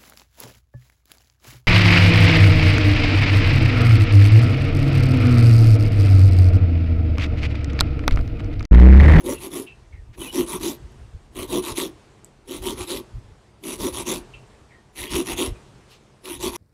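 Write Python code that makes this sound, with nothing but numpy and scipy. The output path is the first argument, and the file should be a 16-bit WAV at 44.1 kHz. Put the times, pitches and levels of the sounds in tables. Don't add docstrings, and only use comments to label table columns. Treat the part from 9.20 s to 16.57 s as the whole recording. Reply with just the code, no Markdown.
import sys
import numpy as np
from scipy import signal
from scipy.fft import rfft, irfft, next_fast_len
from scipy.io import wavfile
from scipy.ndimage import uniform_filter1d

SR = 44100
rng = np.random.default_rng(int(sys.argv[2]) if len(sys.argv) > 2 else 0)


def persist_wave(psi):
    counts = np.round(np.clip(psi, -1, 1) * 32767).astype(np.int16)
    wavfile.write(sys.argv[1], SR, np.atleast_2d(counts).T)


def elevation(decibels):
    levels = np.asarray(decibels, float)
    return 10 ** (levels / 20)


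N = 324840

# (start [s], scrape level [dB], its rise over the stroke [dB], wheel over scrape [dB], its rise [dB])
OUT_STROKES = [(-.11, -39.5, -6, 7, 4), (.18, -38, 17.5, -3, 26), (.972, -39.5, 6.5, 2.5, -9),
               (1.262, -33.5, 12, -1.5, 13), (2.147, -38.5, 4, 7.5, 5.5), (2.423, -35.5, 8.5, -1, 11),
               (3.273, -39, 4, 2.5, -1), (3.555, -39, 16.5, 1.5, -2), (4.425, -36, 15, 1.5, -6),
               (4.722, -34, 10, -1.5, 9), (5.75, -36.5, 10, -2.5, 10), (6.05, -33.5, 10.5, 1, 8),
               (7.035, -38.5, 11.5, -0.5, -8), (7.318, -34, 11, -3.5, -7)]
BACK_STROKES = [(.032, -34.5, -7, 9.3, -3.5), (.298, -35.5, 3.5, 6.7, 6), (1.111, -32, -4, 9.4, 10.5),
                (1.394, -31.5, 5, 6.4, 7), (2.27, -34, -0.5, 9.2, 14), (2.552, -36, -22.5, 8.5, 21),
                (3.404, -35, 0, 6.6, 4.5), (3.665, -36, -9.5, 7.5, 25), (4.57, -32.5, -1, 5.8, 6),
                (4.85, -31.5, -6.5, 6.7, 12), (5.886, -32, -9, 7.6, 15), (6.159, -33, -13.5, 8.2, 16),
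                (7.184, -33, 4, 5.1, 5)]
# (drag left at the start [dB], drag left at the end [dB],
# share of the stroke where speed peaks [0-1], power of speed while gaining [1], while slowing [1])
HAND_SPEED = [(-20.5, -21, 0.38, 0.83, 1.2), (-23.5, -25.5, 0.51, 1.74, 1.42),
              (-4.5, -26.5, 0.49, 1.15, 2.1), (-23.5, -32.5, 0.31, 1.34, 2.63)]
# (low rocking of the wheel [dB], table knock [dB], shank 5-7 kHz [dB],
# tip 12-15 kHz [dB], upper over lower face [dB])
GRIPS = [(0.5, -1.5, -4.5, 1, -3.5), (1.5, -0.5, -1.5, 1, -2), (1, 2.5, -1.5, -2, -3.5),
         (0, -1.5, -0.5, 0.5, -0.5)]
# (face [dB], table knock [dB], shank [dB], tip [dB],
# upper over lower face [dB])
PATCHES = [(-7, -2.5, -2.5, -1.7, -2.5), (-5.5, -1, -0.2, -1.2, -0.5), (-1.9, 1.2, 1.5, 0.2, 1),
           (-2.2, 0.5, 1.2, -3, 0.9), (-4.5, 0.2, 1.1, -2, 0.2), (-0.5, 0.1, 1.9, -2.5, -1.7),
           (-2.1, 1.5, 2.5, -3, 0.3)]
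LAST_S = 0.18
OUT_ARCH, BACK_ARCH = 0.85, 1.06
LANDING_S, TURN_S = 0.03, 0.004

# (frequency [Hz], width [Hz], level [dB])
WHEEL_MODES = [(218, 39.3, -6), (261.5, 12.6, -7.5), (327, 38, -3.5), (395, 52.3, -4.5), (430, 106, -9.5),
               (499.6, 38.4, -11.5)]
# (frequency [Hz], width [Hz], level [dB])
TABLE_MODES = [(610, 94, -5.5), (738, 210, -4), (951, 88, 1), (1128, 108, 0.5), (1250, 440, -8.5)]
# (frequency [Hz], width [Hz], level [dB])
WIRE_MODES = [(5780, 31, -21), (6230, 24, -21), (6730, 40, -20), (12100, 30, -29), (12230, 20, -26)]
WANDER_DB, WANDER_S = 2.5, 0.09
# (frequency [Hz], density [dB per Hz])
FACE_SPECTRUM = [(1200, -36), (1600, -26.5), (1900, -3), (2150, -3.5), (2500, 1), (2900, 2), (3400, 5),
                 (3950, 3.5), (4250, -3), (4700, -8.5), (6000, -29)]
# (frequency [Hz], density [dB per Hz])
SCRAPE_SPECTRUM = [(3500, -20), (4400, -13), (5000, -14), (5600, -8.5), (7200, -11), (8900, -11.5),
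                   (9450, -11.5), (9700, -2), (10300, -3.5), (10900, -5), (11300, -10), (12400, -10),
                   (13600, -17.5), (15900, -20)]
# (time [s], peak level [dB])
GRAINS = [(0.0623, -23), (1.431, -22), (1.4334, -21), (1.498, -35), (2.229, -20.5), (3.771, -18),
          (4.4378, -26), (4.6433, -28), (5.79, -25), (5.9544, -10.5), (6.1294, -30), (6.2605, -17.5),
          (7.055, -22)]
# (time [s], length [s], frequency [Hz],
# width [Hz], level [dB])
THIN_NOTES = [(.095, .048, 5810, 50, -43), (.097, .022, 6760, 40, -45), (.145, .05, 2730, 45, -47),
              (1.005, .03, 3020, 30, -42), (1.11, .04, 3340, 50, -50), (1.025, .045, 2665, 50, -48),
              (1.055, .035, 2480, 60, -46), (1.077, .038, 2960, 15, -39), (1.46, .105, 12230, 10, -51),
              (2.33, .08, 5810, 60, -50), (2.6, .085, 12230, 10, -52), (3.6, .1, 12230, 20, -57),
              (3.74, .06, 12230, 10, -50), (4.44, .12, 5900, 50, -50), (4.63, .065, 5830, 50, -45),
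              (5.86, .04, 3245, 20, -44), (5.865, .07, 2895, 20, -44), (5.95, .065, 5810, 35, -44),
              (6.08, .065, 12230, 15, -49), (6.1, .065, 2650, 50, -47), (6.35, .025, 2480, 60, -57)]

# (time [s], length [s], level [dB], frequency [Hz], width [Hz])
TOUCHES = [
    (.922, .045, -54, 2200, 2000),
    (.922, .04, -65, 4500, 3000),
    (6.66, .14, -54, 3600, 2400),
    (6.69, .08, -57, 2800, 300),
    (6.69, .06, -62, 10000, 5000),
    (1.325, .05, -34, 200, 60),
    (1.7, .04, -72, 10000, 4000),
]
# (time [s], level [dB])
TAPS = [
    (3.0457, -30),
    (3.047, -38),
]

# (time [s], length [s], level [dB], frequency [Hz], fade [dB])
BIRD_NOTES = [
    (0.461, 0.077, -42.5, 2640, -13),
    (0.72, .05, -51, 2120, -12),
    (0.748, .085, -62, 1860, -6),
    (5.132, 0.063, -41.5, 2640, -25),
    (5.489, .04, -61, 2210, -13),
    (5.502, 0.11, -54, 1880, -9.5),
]
RISE_S, DROP, DROP_S = 0.012, 0.057, 0.017

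# (time [s], level [dB], width [s])
GUSTS = [(0.09, -41.0, 0.09), (0.19, -39.5, 0.05), (0.61, -47, 0.04), (0.77, -37.5, 0.097),
         (0.9, -35, 0.038), (1.0, -41, 0.04), (1.22, -42, 0.07), (1.42, -39.5, 0.05), (1.65, -36, 0.038),
         (1.83, -39.0, 0.083), (1.95, -32.5, 0.027), (2.2, -36, 0.05), (2.32, -43, 0.19),
         (2.53, -32.5, 0.031), (2.64, -53, 0.051), (3.42, -36.5, 0.065), (3.52, -39, 0.092),
         (3.62, -36, 0.029), (3.77, -45.5, 0.062), (3.969, -29.5, 0.045), (4.05, -39.5, 0.02),
         (4.11, -44, 0.032), (4.63, -38.0, 0.07), (4.77, -40.0, 0.09), (4.99, -43, 0.04),
         (5.82, -38.5, 0.033), (5.95, -30, 0.05), (6.15, -35, 0.045), (6.3, -30, 0.063),
         (7.25, -40.0, 0.15)]
# (time [s], level [dB])
BREEZE = [(0., -51), (.6, -55.5), (1., -50), (2.6, -51.5), (3., -59), (3.5, -56), (4.3, -58), (5., -47.5),
          (5.7, -61.5), (6.2, -46.5), (6.9, -66), (7.37, -56)]
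# (frequency [Hz], density [dB per Hz])
WIND_SPECTRUM = [(20, -33), (31, -4), (42, -5), (58, -1), (80, -7), (128, -9), (162, -29), (300, -35.5),
                 (500, -74)]

# (start [s], end [s], level at the start [dB])
HUSH_PAUSES = [
    (.47, 0.95, -59.5),
    (1.557, 2.13, -55.5),
    (2.72, 3.252, -57),
    (3.83, 4.41, -57),
    (5.01, 5.73, -54.5),
    (6.335, 7.014, -54.5),
]
# (frequency [Hz], density [dB per Hz])
AIR_SPECTRUM = [(53, -16), (90, -6), (136, 1.5), (165, -10), (196, -4), (266, -10), (401, -6), (498, -12.5),
                (995, -14), (1300, -18.5), (6680, -29.5), (8700, -30.5), (12000, -44.5), (15900, -61)]
SINK_DB_PER_S, SINK_BRIGHT_DB = 11.5, -0.5


def strokes():
    scrape, shove, rock, low_face, high_face, knock, shank, tip = pressure()
    slips = np.cumsum(SR / 280 * rng.gamma(4, 1 / 4, 4000)).astype(int)
    fine = grit(slips, 2.6, 0.0009, 0.8)
    coarse = grit(slips, 2.6, 0.0007, 0.7)

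    wheel = steadied(modes(coarse + fine, WHEEL_MODES[2:], WANDER_DB), 0.054, 0.44)
    rocking = steadied(modes(fine, WHEEL_MODES[:2], WANDER_DB), 0.011, 0.3)
    table = steadied(modes(coarse, TABLE_MODES, WANDER_DB), 0.0082, 0.4)
    out = shove * wheel + elevation(-9) * rock * rocking + elevation(-6.5) * knock * table

    face = steadied(patchy(colour(coarse, FACE_SPECTRUM), 2.9, bins=3, frames=30), 0.013, 0.55)
    upper_face = above(face, 2610)
    out += low_face * (face - upper_face) + high_face * upper_face

    hiss = patchy(colour(fine + 0.5 * coarse, SCRAPE_SPECTRUM), 3.5, bins=5, frames=30)
    hiss = steadied(hiss + elevation(38) * modes(fine, WIRE_MODES, WANDER_DB), 0.016, 0.3)
    upper, top = above(hiss, 7800), above(hiss, 11300)
    return out + shank * (hiss - upper) + scrape * (upper - top) + tip * top


def pressure():
    gains = np.zeros((8, N))
    rows = sorted(OUT_STROKES + BACK_STROKES)
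    for k, (s, scrape_db, rise_db, wheel_db, wheel_rise_db) in enumerate(rows):
        place = k % len(HAND_SPEED)
        trails_off = place == len(HAND_SPEED) - 1 or k == len(rows) - 1
        end = s + LAST_S if trails_off else rows[k + 1][0]
        start_db, end_db, peak, gaining, slowing = HAND_SPEED[place]
        rock_db = GRIPS[place][0]
        face_db, *patch_db = PATCHES[k // len(HAND_SPEED)]
        knock_db, shank_db, tip_db, edge_db = np.add(GRIPS[place][1:], patch_db)

        lead = TURN_S if place else LANDING_S
        t = np.arange(max(s - lead, 0), end + TURN_S, 1 / SR)
        fade_in = (t - s + lead) / (lead + TURN_S)
        fade_out = (end - t) / TURN_S / 2 + 0.5
        overlap = np.clip(np.minimum(fade_in, fade_out), 0, 1)

        u = np.clip((t - s) / (end - s), 0, 1)
        speed = np.sin(np.pi * np.interp(u, [0, peak, 1], [0, 0.5, 1]))
        drag = elevation(start_db + (end_db - start_db) * u)
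        arch_db = 20 * np.log10(abs(speed) ** np.where(u < peak, gaining, slowing) + drag)
        wheel_arch = BACK_ARCH if k % 2 else OUT_ARCH
        shove_db = wheel_db + wheel_rise_db * (u - 0.5) + (wheel_arch - 1) * arch_db
        table_db = 0.35 * shove_db + knock_db
        over_db = (0, shove_db, shove_db + rock_db, face_db - edge_db, face_db + edge_db,
                   table_db, shank_db, tip_db)
        for gain, db in zip(gains, over_db):
            add(gain, t[0], elevation(scrape_db + rise_db * (u - 0.5) + arch_db + db) * overlap)
    return gains


def grit(at, spread_db, seconds, steady):
    inside = at < N
    slips = np.zeros(N)
    slips[at[inside]] = elevation(spread_db * np.minimum(rng.exponential(1, len(at)), 4))[inside]
    bursts = signal.oaconvolve(slips, np.exp(-np.arange(400) / SR / seconds))[:N]
    return evened((steady + evened(bursts)) * rng.standard_normal(N))


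def grains():
    puffs = np.zeros(N)
    n = np.arange(400)
    for s, db in GRAINS:
        decay = elevation(db - 5 - n / SR / 0.00059)
        add(puffs, s, decay * rng.standard_normal(400) * np.minimum(n / 12, 1))
    point = colour(colour(puffs, SCRAPE_SPECTRUM), [(9000, -2), (13000, 1)])
    return elevation(-0.5) * colour(puffs, FACE_SPECTRUM) + elevation(3) * point


def thin_notes():
    out = np.zeros(N)
    for s, length, hz, width, db in THIN_NOTES:
        note = steadied(resonate(rng.standard_normal(8000), hz, width), 0.0078, 0.55)
        note = note[-round(length * SR):]
        add(out, s, elevation(db) * note * signal.windows.tukey(len(note), 0.3))
    return out


def touches():
    out = np.zeros(N)
    for s, length, db, hz, width in TOUCHES:
        noise = rng.standard_normal(round(length * SR))
        brush = resonate(resonate(noise, hz, width), hz, 2 * width)
        add(out, s, elevation(db) * evened(brush) * np.hanning(len(brush)))
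    return out


def taps():
    out = np.zeros(N)
    t = np.arange(3000) / SR
    tones = sum(level * np.sin(2 * np.pi * hz * t) for hz, level in ((7800, 1), (11600, 0.22), (14200, 0.08)))
    ring = t / 0.00009 * np.exp(-t / 0.00025) * tones
    noise = resonate(resonate(rng.standard_normal(3000), 8400, 3000), 7600, 3000)
    rattle = elevation(-29) * np.exp(-t / 0.023) * evened(noise)
    for s, db in TAPS:
        add(out, s, elevation(db) * (ring + rattle))
    return out


def birds():
    out = np.zeros(N)
    for start, length, db, hz, fade_db in BIRD_NOTES:
        t = np.arange(0, length, 1 / SR)
        pitch = hz * (1 + DROP * np.exp(-t / DROP_S))
        level = elevation(db + fade_db * t / length) * np.minimum(t / RISE_S, 1)
        core, blur = (evened(resonate(resonate(rng.standard_normal(len(t)), pitch, width), pitch, width))
                      for width in (90, 600))
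        whistle = evened(core + (0.3 - fade_db / 14 * np.exp(-t / 0.071)) * blur)
        add(out, start, level * whistle * signal.windows.tukey(len(t), 0.2))
    return out


def yard(x):
    taps = np.zeros(SR // 2)
    at = np.arange(100, SR // 2 - 20, 20)
    taps[at + rng.integers(0, 20, len(at))] = rng.choice([-1., 1.], len(at))
    hz, t, z = signal.stft(taps, SR, nperseg=256)
    decay_s = read([(300, 0.22), (3000, 0.18), (12000, 0.061)], hz)[:, None]
    tail = signal.istft(z * elevation(-60 * t / decay_s), SR, nperseg=256)[1]
    return signal.fftconvolve(x, tail / np.linalg.norm(tail))[:N]


def wind():
    t = np.arange(0, N + 64, 64) / SR
    power = elevation(np.interp(t, *np.transpose(BREEZE))) ** 2
    for s, db, width in GUSTS:
        power += elevation(db) ** 2 * np.exp(-(2.03 * (t - s) / width) ** 2)
    level = np.interp(np.arange(N) / SR, t, np.sqrt(power))
    return level * steadied(colour(rng.standard_normal(N), WIND_SPECTRUM), 0.046, 0.27)


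def hush():
    frames = N // 128 + 5
    hz = np.fft.rfftfreq(512, 1 / SR)
    a, b, patches = rng.standard_normal((frames, 257, 3)).T
    patches = evened(uniform_filter1d(uniform_filter1d(patches, 6, 0), 20, 1))
    s = np.ravel([(start, end) for start, end, _ in HUSH_PAUSES])
    db = np.ravel([(top, top - SINK_DB_PER_S * (end - start)) for start, end, top in HUSH_PAUSES])
    level_db = np.interp(np.arange(frames) * 128 / SR, s, db)
    tilt_db = SINK_BRIGHT_DB * np.clip(np.log2(hz / 1500 + 1e-9) / 3, 0, 1)[:, None]
    z = (a + 1j * b) * elevation(1.2 * patches + tilt_db + level_db)
    noise = signal.istft(z, nperseg=512, noverlap=384)[1][:N] / np.sqrt(512)
    return elevation(32) * colour(noise, AIR_SPECTRUM)


def evened(x):
    return x / np.sqrt(np.mean(x ** 2) + 1e-20)


def steadied(x, seconds, share):
    level = uniform_filter1d(x ** 2, round(seconds * SR)) / np.mean(x ** 2)
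    return evened(x / (abs(level) + 0.11) ** (share / 2))


def add(mix, s, sound):
    part = mix[round(s * SR):][:len(sound)]
    part += sound[:len(part)]


def read(points, hz):
    f, value = np.transpose(points)
    return np.interp(np.log(hz + 1), np.log(f + 1), value)


def colour(x, points):
    size = next_fast_len(len(x))
    gain = elevation(read(points, np.fft.rfftfreq(size, 1 / SR)))
    return irfft(rfft(x, size) * gain, size)[:len(x)]


def above(x, hz):
    return signal.sosfiltfilt(signal.butter(4, hz, "high", fs=SR, output="sos"), x)


def resonate(x, hz, width):
    turn = np.exp(2j * np.pi * np.cumsum(hz * np.ones(len(x))) / SR)
    r = np.exp(-np.pi * width / SR)
    return 2 * (turn * signal.lfilter([1 - r], [1, -r], x / turn + 1e-18)).real


def modes(x, table, wander_db=0):
    drift = rng.standard_normal((len(x) // 256 + 1, len(table)))
    drift = uniform_filter1d(drift, round(WANDER_S * SR / 256), 0)
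    drift = uniform_filter1d(evened(drift), size=5, axis=0)
    drift = np.repeat(drift, 256, 0)[:len(x)].T
    out = np.zeros(len(x))
    for k, (hz, width, db) in enumerate(table):
        ringing = resonate(resonate(x, hz, 2.43 * width), hz, 2.43 * width) / np.sqrt(width)
        out += (-1) ** k * elevation(db + wander_db * drift[k]) * ringing
    return out


def patchy(x, depth_db, bins, frames):
    z = signal.stft(x, nperseg=256, noverlap=192)[2]
    field = rng.standard_normal(z.shape[::-1]).T
    field = evened(uniform_filter1d(uniform_filter1d(field, bins, 0), frames, 1))
    return evened(signal.istft(z * elevation(depth_db * field), nperseg=256, noverlap=192)[1][:N])


def scene():
    near = strokes() + grains() + thin_notes() + touches() + taps()
    far = birds()
    echoes = yard(elevation(-14) * near + elevation(-9) * far)
    return (near + far + echoes + wind() + hush())[None]


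def roll_off(x):
    return signal.sosfilt(signal.butter(12, 16030, fs=SR, output="sos"), x)


def record(dry):
    edge = signal.firwin(511, 15700, window=("kaiser", 9), fs=SR)
    mix = signal.oaconvolve(dry, edge[None], "same")
    return roll_off(mix)


dry = scene()
out = record(dry)
persist_wave(out)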